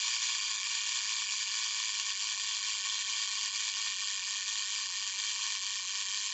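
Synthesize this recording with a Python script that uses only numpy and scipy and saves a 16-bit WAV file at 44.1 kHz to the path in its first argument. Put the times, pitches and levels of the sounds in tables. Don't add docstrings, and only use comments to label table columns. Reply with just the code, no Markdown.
import sys
import numpy as np
from scipy import signal
from scipy.fft import rfft, irfft
from scipy.io import wavfile
from scipy.ndimage import uniform_filter1d

SR = 44100
rng = np.random.default_rng(int(sys.argv[2]) if len(sys.argv) > 2 else 0)


def wav_out(sig):
    wavfile.write(sys.argv[1], SR, np.round(np.clip(np.atleast_2d(sig).T, -1, 1) * 32767).astype(np.int16))


N = 279153
T = np.arange(N) / SR
FREQS = np.arange(4097) * SR / 8192
BEAT_HZ = 216.45


def undb(db):
    return 10 ** (np.asarray(db) / 20)


def unit(x):
    return x / np.sqrt(np.mean(x ** 2))


def convolve(x, response):
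    return signal.oaconvolve(x, response)[:N]


def noise(gain_at):
    hz = np.arange(N + 1) * SR / (2 * N) + 1
    spectrum = rfft(rng.standard_normal(2 * N))
    return unit(irfft(spectrum * gain_at(hz))[:N])


def impulses(times, sizes):
    samples = np.clip(times * SR, 0, N).astype(int)
    return np.bincount(samples, sizes, N + 1)[:N]


def walk(rate):
    hold = int(SR / rate)
    steps = np.repeat(rng.standard_normal(N // hold + 1), hold)
    smooth = uniform_filter1d(uniform_filter1d(steps, hold), hold)
    return unit(smooth[:N])


def room(rumble_db=-80):
    # (frequency [Hz], relative density [dB per Hz])
    rumble_curve = [(20, -22.5), (35, -21), (56, 1), (68, -3.5), (85, -8.5), (122, 3), (170, -10),
                    (210, -10), (300, -16), (550, -17.5), (2000, -28.5), (8000, -35)]
    # (frequency [Hz], rms level [dB])
    hum_lines = [(98, -76), (392, -103), (490, -102)]
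    curve_hz, curve_db = np.transpose(rumble_curve)
    rumble = noise(lambda f: undb(np.interp(np.log(f), np.log(curve_hz), curve_db)))
    hum = 0
    for hz, db in hum_lines:
        tone = np.sin(2 * np.pi * (hz * T + rng.random()))
        hum = hum + undb(db) * np.sqrt(2) * tone
    return undb(rumble_db) * rumble + hum


def fingers():
    # (time [s], peak level [dB], centre [Hz], band width [Hz], decay [s], glide [Hz per s])
    rubs = [(0.355, -76, 670, 120, .008, 0), (0.95, -69, 390, 120, .005, 0), (0.948, -70, 225, 70, .008, 0),
            (1.455, -74, 260, 220, .01, 0), (2.25, -63, 720, 100, .065, 350),
            (2.24, -68, 280, 240, .033, 0), (3.315, -74, 205, 80, .012, 0), (5.31, -76, 590, 90, .012, 0)]
    out, t = np.zeros(N + SR), T[:SR // 2]
    hz = np.arange(len(t) // 2 + 1) * SR / len(t)
    for start, peak_db, centre, width, decay, glide in rubs:
        band = np.exp(-2 * ((hz - centre) / width) ** 2)
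        skin = signal.hilbert(irfft(rfft(rng.standard_normal(len(t))) * band))
        sliding = np.real(skin * np.exp(1j * np.pi * glide * t ** 2))
        rub = sliding * t * np.exp(-t / decay)
        first = int(start * SR)
        out[first:first + len(rub)] += undb(peak_db) * rub / np.abs(rub).max()
    return out[:N]


def reflections(x, t60=0.13, wet_db=-12, gap_s=0.0015, count=8):
    t, out = T[:SR // 3], 0
    for place in np.eye(count):
        tail = rng.standard_normal(len(t)) * undb(-60 * t / t60) * (t > gap_s)
        share = np.sqrt(np.interp(T, np.linspace(0, T[-1], count), place))
        out = out + convolve(x * share, tail / np.linalg.norm(tail))
    return undb(wet_db) * out


def body_response(wound, edge_hz=830):
    # (centre [Hz], half width [Hz], level when wound [dB], level when run down [dB])
    resonances = [(939, 47, -15, -15), (1088, 77, -6, -8), (1492, 70, -13, -15), (1703, 68, -11, -15),
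                  (1827, 83, -6, -6), (2355, 111, 0, -5), (2468, 75, -4, -5), (2789, 65, -4, -6),
                  (3140, 251, -2, -1), (3369, 65, 0, -12), (3603, 80, -3, -7), (3777, 52, -9, -8),
                  (4173, 182, -3, -3), (4660, 284, -2, -4), (4808, 99, 0, -4), (5125, 160, -11, -13),
                  (5332, 61, -5, -5), (5834, 288, -4, -6), (6289, 70, -14, -8), (6538, 216, -4, -2),
                  (6871, 119, -4, -14), (7087, 115, 0, -3), (7427, 115, -5, -3), (7817, 211, -18, -22)]
    power = 0
    for hz, width, full_db, spent_db in resonances:
        peak = undb(full_db if wound else spent_db) ** 2
        power = power + peak / (1 + ((FREQS - hz) / width) ** 2) ** 2
    power = power / (1 + (edge_hz / (FREQS + 1)) ** 26)
    cepstrum = irfft(np.log(power + 1e-7) / 2)
    half = len(cepstrum) // 2
    folded = np.r_[cepstrum[0], 2 * cepstrum[1:half]]
    return irfft(np.exp(rfft(folded, 2 * half)))


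def body(force):
    wound, spent = body_response(True), body_response(False)
    wound, spent = wound / np.linalg.norm(wound), spent / np.linalg.norm(spent)
    travel = T / T[-1]
    return (1 - travel) * convolve(force, wound) + travel * convolve(force, spent)


def snaps():
    # (time [s], level [dB])
    knocks = [(0.0804, -19), (0.1411, -20), (0.3499, -21), (0.3571, -21), (0.6001, -20), (0.7507, -21),
              (1.6397, -24), (1.9985, -19), (3.2906, -22), (3.8145, -22), (4.8887, -24), (6.174, -23)]
    times, peak_db = np.transpose(knocks)
    response = body_response(True)
    return impulses(times, undb(peak_db)) * np.linalg.norm(response) / np.abs(response).max()


def train_speed():
    # (period [beats], swing [Hz], fastest at [beats])
    surges = [(155.6, 4.9, 48), (172.5, 3.3, 72), (434, 2.9, 266)]
    # (time [s], speed lost [Hz])
    stumbles = [(.6, 11), (.88, 14), (1.02, 14), (3.93, 12), (4.89, 14), (5.59, 10)]
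    sag_hz_per_s = 3.08
    extra_hz, extra_s = 18.6, .42
    tooth_beats, first_bind_beats = 47.04, 43.3
    bind_beats, bind_hz = 4.9, 18.5
    stumble_s = .017
    wander_hz, wander_per_s = 2.2, 25

    spring = BEAT_HZ - sag_hz_per_s * T + extra_hz * np.exp(-T / extra_s)
    beats = np.cumsum(spring) / SR
    from_bind = (beats - first_bind_beats + tooth_beats / 2) % tooth_beats - tooth_beats / 2
    bind = bind_hz * np.exp(-(from_bind / bind_beats) ** 2 / 2)
    surge = sum(hz * np.cos(2 * np.pi * (beats - fastest) / period) for period, hz, fastest in surges)
    stumble = sum(hz * np.exp(-((T - at) / stumble_s) ** 2 / 2) for at, hz in stumbles)
    wander = wander_hz * walk(wander_per_s)
    return spring - (bind - bind.mean()) + surge - stumble + wander


def chatter(count, colour_db=5.5, rebound_s=0.0004415, loss_db=-2.0, rub_db=-1.0, rub_s=0.0033, size=512):
    # (centre [Hz], first strike [dB], rebounds [dB])
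    ranges = [(1200, -2.5, -1), (2410, -1.5, -1), (3450, 2, -2), (4840, 0.5, -1), (6060, -6, 0.5),
              (6900, -5.5, 0.5)]
    hz = np.arange(size // 2 + 1) * SR / size
    centres, strike_db, bounce_db = np.transpose(ranges)
    zones = np.array([np.interp(hz, centres, own) for own in np.eye(len(centres))])
    lead = 32 / SR
    delay, spectrum = np.full((count, 1), lead), 0
    for bounce in range(5):
        db = bounce_db + loss_db * (bounce - 1) if bounce else strike_db
        db = db + colour_db * rng.uniform(-1, 1, (count, len(centres)))
        sign = rng.choice([-1, 1], (count, 1))
        spectrum = spectrum + sign * undb(db @ zones) * np.exp(-2j * np.pi * hz * delay)
        delay = delay + rebound_s * rng.uniform(.5, 1.5, (count, 1))
    sliding = np.exp(-T[:size] / rub_s) * (T[:size] > lead)
    rub = rng.standard_normal((count, size)) * sliding / np.linalg.norm(sliding)
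    spectrum = spectrum + undb(rub_db) * rfft(rub)
    body_gain = np.abs(rfft(body_response(True))) + np.abs(rfft(body_response(False)))
    heard = np.interp(hz, FREQS, body_gain)
    return irfft(spectrum / np.linalg.norm(spectrum * heard, axis=1, keepdims=True))


def escapement(beat_hz, limp_db=2.5, limp_s=.00014, jitter_s=.00017):
    # (period [beats], swing [dB], hardest at [beats])
    flutters = [(11.06, .35, 3.2), (16, .35, 3.8), (23.5, .25, 7.5)]
    phase = np.cumsum(beat_hz) / SR
    beats = np.arange(int(phase[-1]) + 1)
    pallet = 1 - 2 * (beats % 2)
    jitter = jitter_s * rng.standard_normal(len(beats))
    times = np.interp(beats, phase, T) + limp_s * pallet + jitter
    flutter_db = sum(db * np.cos(2 * np.pi * (beats - hardest) / period) for period, db, hardest in flutters)
    uneven_db = 1.25 * rng.standard_normal(len(beats))
    uneven_db = uneven_db - uniform_filter1d(uneven_db, size=35)
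    force_db = limp_db * pallet / 2 + flutter_db + uneven_db
    rows = chatter(len(beats)) * undb(force_db)[:, None]
    starts = np.clip(times * SR, 0, N).astype(int)
    places = starts[:, None] + np.arange(rows.shape[1])
    return unit(np.bincount(places.ravel(), rows.ravel(), N)[:N])


def scene(drive_db=-34, drive_db_per_hz=.068):
    beat_hz = train_speed()
    level_db = drive_db + drive_db_per_hz * (beat_hz - BEAT_HZ)
    timer = body(escapement(beat_hz) * undb(level_db) + snaps())
    return (timer + reflections(timer) + fingers() + room())[None]


def record(dry, top_hz=8250):
    low_pass = signal.ellip(12, .2, 70, top_hz, fs=SR, output="sos")
    return signal.sosfilt(low_pass, dry)


dry = scene()
out = record(dry)
wav_out(out)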